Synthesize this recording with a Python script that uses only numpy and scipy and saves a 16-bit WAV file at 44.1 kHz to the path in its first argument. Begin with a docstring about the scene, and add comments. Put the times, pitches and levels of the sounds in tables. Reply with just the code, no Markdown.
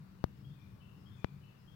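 """A distant songbird whistles a three-note phrase three times over a quiet grassy yard.
A fainter bird calls higher up; both, and one brief rustle, are smeared by echoes from the trees.
Beneath them lie a thin wash of air and an uneven far-off rumble with a faint hum, mostly shaped noise.
Two small handling bumps, pressure jumps passed through a bass cut, pop the left microphone."""
import sys
import numpy as np
from scipy import signal
from scipy.fft import rfft, irfft
from scipy.io import wavfile
from scipy.ndimage import uniform_filter1d

SR = 44100
rng = np.random.default_rng(int(sys.argv[2]) if len(sys.argv) > 2 else 0)


def inscribe(sig):
    """Save sig as 16-bit PCM at rate SR to the path in sys.argv[1].

    A 1-D sig is mono; a 2-D sig holds one channel per row.
    Samples are clipped to [-1, 1] before scaling.
    """
    pcm = np.round(np.clip(np.atleast_2d(sig).T, -1, 1) * 32767)
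    wavfile.write(sys.argv[1], SR, pcm.astype(np.int16))


N = 77175

# spectra of the air at the two microphones: f/Hz, relative density/dB
AIR_LEFT = [(20, -28), (200, 4), (400, 4.5), (660, -5), (1100, -0.5), (2000, -8.5), (3200, -14),
            (4500, -14), (7000, -25), (10500, -27.5), (15500, -21)]
AIR_RIGHT = [(20, 12.5), (200, -5.5), (400, -4.5), (660, -10.5), (1100, -12), (2000, -15.5), (3200, -18.5),
             (4500, -21.5), (7000, -25), (10500, -27.5), (15500, -21.5)]
# spectrum of the rumble: f/Hz, relative density/dB
RUMBLE_SPECTRUM = [(15, -31), (28, -27), (50, -12), (70, -6), (100, 0.5), (140, 0.5), (170, -4.5),
                   (205, -6.5), (235, -14.5), (300, -19), (430, -54), (900, -57)]
# envelope of the rumble: t/s, level/dB
RUMBLE_ENVELOPE = [(0, -55.5), (.15, -55.5), (.4, -51.5), (.6, -56), (.67, -51.5), (.82, -56), (1.0, -53),
                   (1.14, -51), (1.25, -59.5), (1.4, -52), (1.52, -59), (1.75, -56)]
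# partials of the hum: f/Hz, level/dB
HUM_PARTIALS = [(189, -63.5), (304, -77)]
# brief drones in the rumble: t/s, duration/s, f/Hz, level/dB
SWELLS = [(.0, 0.04, 151, -47.5), (.452, .045, 142.2, -45), (.497, .04, 146, -45),
          (1.304, 0.068, 142.7, -48)]
# onsets of the songbird's phrases: t/s
PHRASE_STARTS = [.182, .797, 1.413]
# contours of the three notes: t/s within the phrase, f/Hz, relative level/dB
STEP_DOWN = [(0, 3000, -3.5), (.017, 2940, 4), (.027, 2620, 1), (.05, 2720, -2.5), (.066, 2940, -5),
             (.085, 2670, -1.5), (.105, 2900, -5), (.125, 2780, -5)]
UP_SLUR = [(.258, 3150, 3.5), (.275, 3290, 1), (.30, 3460, -10), (.34, 3560, -3), (.39, 3500, -9)]
LOW_SLUR = [(0.37, 2540, -3), (.395, 2460, -3), (.45, 2387, -2.5), (0.486, 2403, -3)]
# envelope of the song, softer at first: t/s, level/dB
SONG_ENVELOPE = [(.2, -71.5), (.45, -65.5), (.8, -63.5), (1.1, -62.5), (1.4, -64), (1.7, -65)]
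# handling bumps: t/s, level/dB, gap between stages/s, leak time constant/s
BUMPS = [(0.2409, -10.5, 0.0002, 0.009), (1.24508, -14.5, 0.000042, 0.013)]
# the microphone's colouring of a pop: f/Hz, gain/dB
POP_RESPONSE = [(200, 0), (700, 1), (1600, 2.5), (3000, -1), (6000, -8), (8000, -14.5), (10500, -28),
                (13000, -7), (15000, -6)]
# calls of the higher bird: t/s, duration/s, f/Hz, level/dB
HIGH_CALLS = [(0.358, 0.066, 5250, -77), (0.584, .06, 5600, -77), (0.96, 0.1457, 5240, -77),
              (1.577, 0.072, 5170, -75)]
# high rustle: t/s, duration/s, centre f/Hz, level/dB
RUSTLES = [(1.153, 0.055, 7000, -75.5)]


def amp(db):
    """Amplitude ratio of a level in decibels."""
    return 10 ** (np.asarray(db) / 20)


def unit_rms(x):
    """Normalisation to an rms of 1."""
    return x / np.sqrt(np.mean(x ** 2) + 1e-20)


def add(mix, onset, sound):
    """Superposition of a sound on the mix, from an onset in seconds."""
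    part = mix[max(round(onset * SR), 0):][:len(sound)]
    part += sound[:len(part)]


def envelope(points):
    """Amplitude from linear interpolation of (t/s, level/dB) points."""
    return amp(np.interp(np.arange(N) / SR, *np.transpose(points)))


def colour(x, points):
    """Zero-phase filtering by (f/Hz, gain/dB) points, joined on a logarithmic frequency axis."""
    f, db = np.transpose(points)
    hz = np.fft.rfftfreq(N, 1 / SR)
    return irfft(rfft(x) * amp(np.interp(np.log(hz + 1), np.log(f + 1), db)), N)


def noise(spectrum):
    """Spectral shaping of white noise."""
    return colour(rng.standard_normal(N), spectrum)


def drift(rate_hz):
    """Random modulation of rms 1: noise under a Gaussian low-pass."""
    low_pass = np.exp(-(np.fft.rfftfreq(N, 1 / SR) / rate_hz) ** 2)
    return unit_rms(irfft(rfft(rng.standard_normal(N)) * low_pass, N))


def tone(hz):
    """A sinusoid of rms 1 whose phase is the integral of its frequency."""
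    return np.sqrt(2) * np.sin(2 * np.pi * (np.cumsum(hz) / SR + rng.random()))


def edges(t, ramp_s=.007):
    """Linear onset and release, which limit spectral splatter."""
    return np.clip(np.minimum(t - t[0], t[-1] - t) / ramp_s, 0, 1)


def air(level_db=-65.5, patch_db=1.1):
    """Incoherent noise at the two microphones, faintly modulated in patches of time and frequency."""
    steady = np.array([noise(AIR_LEFT), noise(AIR_RIGHT)])
    spectra = signal.stft(steady, nperseg=512, noverlap=384)[2]
    patches = uniform_filter1d(rng.standard_normal(spectra.shape[1:]), size=7, axis=0)
    patches = unit_rms(uniform_filter1d(patches, size=28, axis=1))
    wash = signal.istft(spectra * amp(patch_db * patches), nperseg=512, noverlap=384)[1]
    return amp(level_db) * unit_rms(wash[:, :N])


def rumble(correlation=0.85, right_db=-4.5, waver=.012):
    """Far low noise, partly coherent between the sides, with a wavering hum and swells common to both."""
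    level = envelope(RUMBLE_ENVELOPE)
    left = unit_rms(noise(RUMBLE_SPECTRUM)) * level
    independent = unit_rms(noise(RUMBLE_SPECTRUM)) * level
    right = correlation * left + np.sqrt(1 - correlation ** 2) * independent
    hum = np.zeros(N)
    for hz, db in HUM_PARTIALS:
        partial = tone(hz * (1 + waver * drift(rate_hz=12.5)))
        hum += amp(db) * partial * (1 + 0.32 * drift(rate_hz=3.3))
    drone = unit_rms(level) * hum
    for onset, duration, hz, db in SWELLS:
        progress = np.linspace(0, 1, round(duration * SR))
        arch = np.sqrt(4 * progress * (1 - progress))
        add(drone, onset, amp(db) * arch * tone(np.full(len(arch), hz)))
    return np.array([left + drone, amp(right_db) * (right + drone)])


def songbird(waver=0.016, waver_hz=160):
    """Frequency-modulated whistles: each phrase is a warbled step down, an upward slur and a low slur."""
    song = np.zeros(N)
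    for start in PHRASE_STARTS:
        for note in (STEP_DOWN, UP_SLUR, LOW_SLUR):
            times, hz, db = np.transpose(note)
            t = np.arange(times[0], times[-1], 1 / SR)
            pitch = np.interp(t, times, hz) * (1 + waver * drift(waver_hz)[:len(t)])
            add(song, start + times[0], edges(t) * amp(np.interp(t, times, db)) * tone(pitch))
    return song * envelope(SONG_ENVELOPE)


def tree_echoes(source, t60_s=0.81, echo_db=-2.5, direct_db=-6.5, right_db=-20):
    """Reverberation: the direct sound plus a diffuse, exponentially decaying tail, louder on the left."""
    t = np.arange(SR) / SR
    tail = rng.standard_normal((2, SR)) * amp(-60 * t / t60_s)
    echo = signal.fftconvolve(source[None], tail / np.linalg.norm(tail[0]), axes=1)[:, :N]
    return (amp(direct_db) * source + amp(echo_db) * echo) * np.array([[1], [amp(right_db)]])


def handling_bumps(rise_s=.000025, first_share=0.4, cut_hz=104.5, damping=0.57, right_db=-59):
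    """Transient response: the microphone's bass cut turns a leaking two-stage pressure jump into a pop."""
    pressure, t = np.zeros(N), np.arange(SR // 4) / SR
    for onset, db, gap, leak in BUMPS:
        first = first_share * np.clip(t / rise_s, 0, 1)
        second = (1 - first_share) * np.clip((t - gap) / rise_s, 0, 1)
        add(pressure, onset, amp(db) * (first + second) * np.exp(-t / leak))
    omega = 2 * np.pi * cut_hz
    high_pass = signal.bilinear([1, 0, 0], [1, 2 * damping * omega, omega ** 2], SR)
    pops = colour(signal.lfilter(*high_pass, pressure), POP_RESPONSE)
    return np.array([pops, amp(right_db) * pops])


def high_bird(warble=0.032, warble_hz=120):
    """Rapid random frequency modulation broadens a high tone into a thin, lisping call."""
    calls = np.zeros(N)
    for onset, duration, hz, db in HIGH_CALLS:
        t = np.arange(0, duration, 1 / SR)
        pitch = hz * (1 + warble * drift(warble_hz)[:len(t)])
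        add(calls, onset, amp(db) * edges(t) * tone(pitch))
    return calls


def rustle():
    """A short burst of band-limited noise, heard as a soft, high hiss."""
    puff = np.zeros(N)
    for onset, duration, hz, db in RUSTLES:
        hiss = unit_rms(noise([(hz / 2, -30), (hz * .85, -2), (hz * 1.1, 0), (hz * 1.4, -30)]))
        t = np.arange(0, duration, 1 / SR)
        add(puff, onset, amp(db) * edges(t) * hiss[:len(t)])
    return puff


def scene():
    """Linear superposition of the sources; only the birds and the rustle reverberate."""
    return air() + rumble() + tree_echoes(songbird() + high_bird() + rustle()) + handling_bumps()


def record(dry):
    """Band limiting by the recorder's linear-phase low-pass filter."""
    cutoff_hz = 16100
    low_pass = signal.firwin(511, cutoff_hz, window=("kaiser", 9), fs=SR)
    return signal.oaconvolve(dry, low_pass[None], "same")


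dry = scene()
out = record(dry)
inscribe(out)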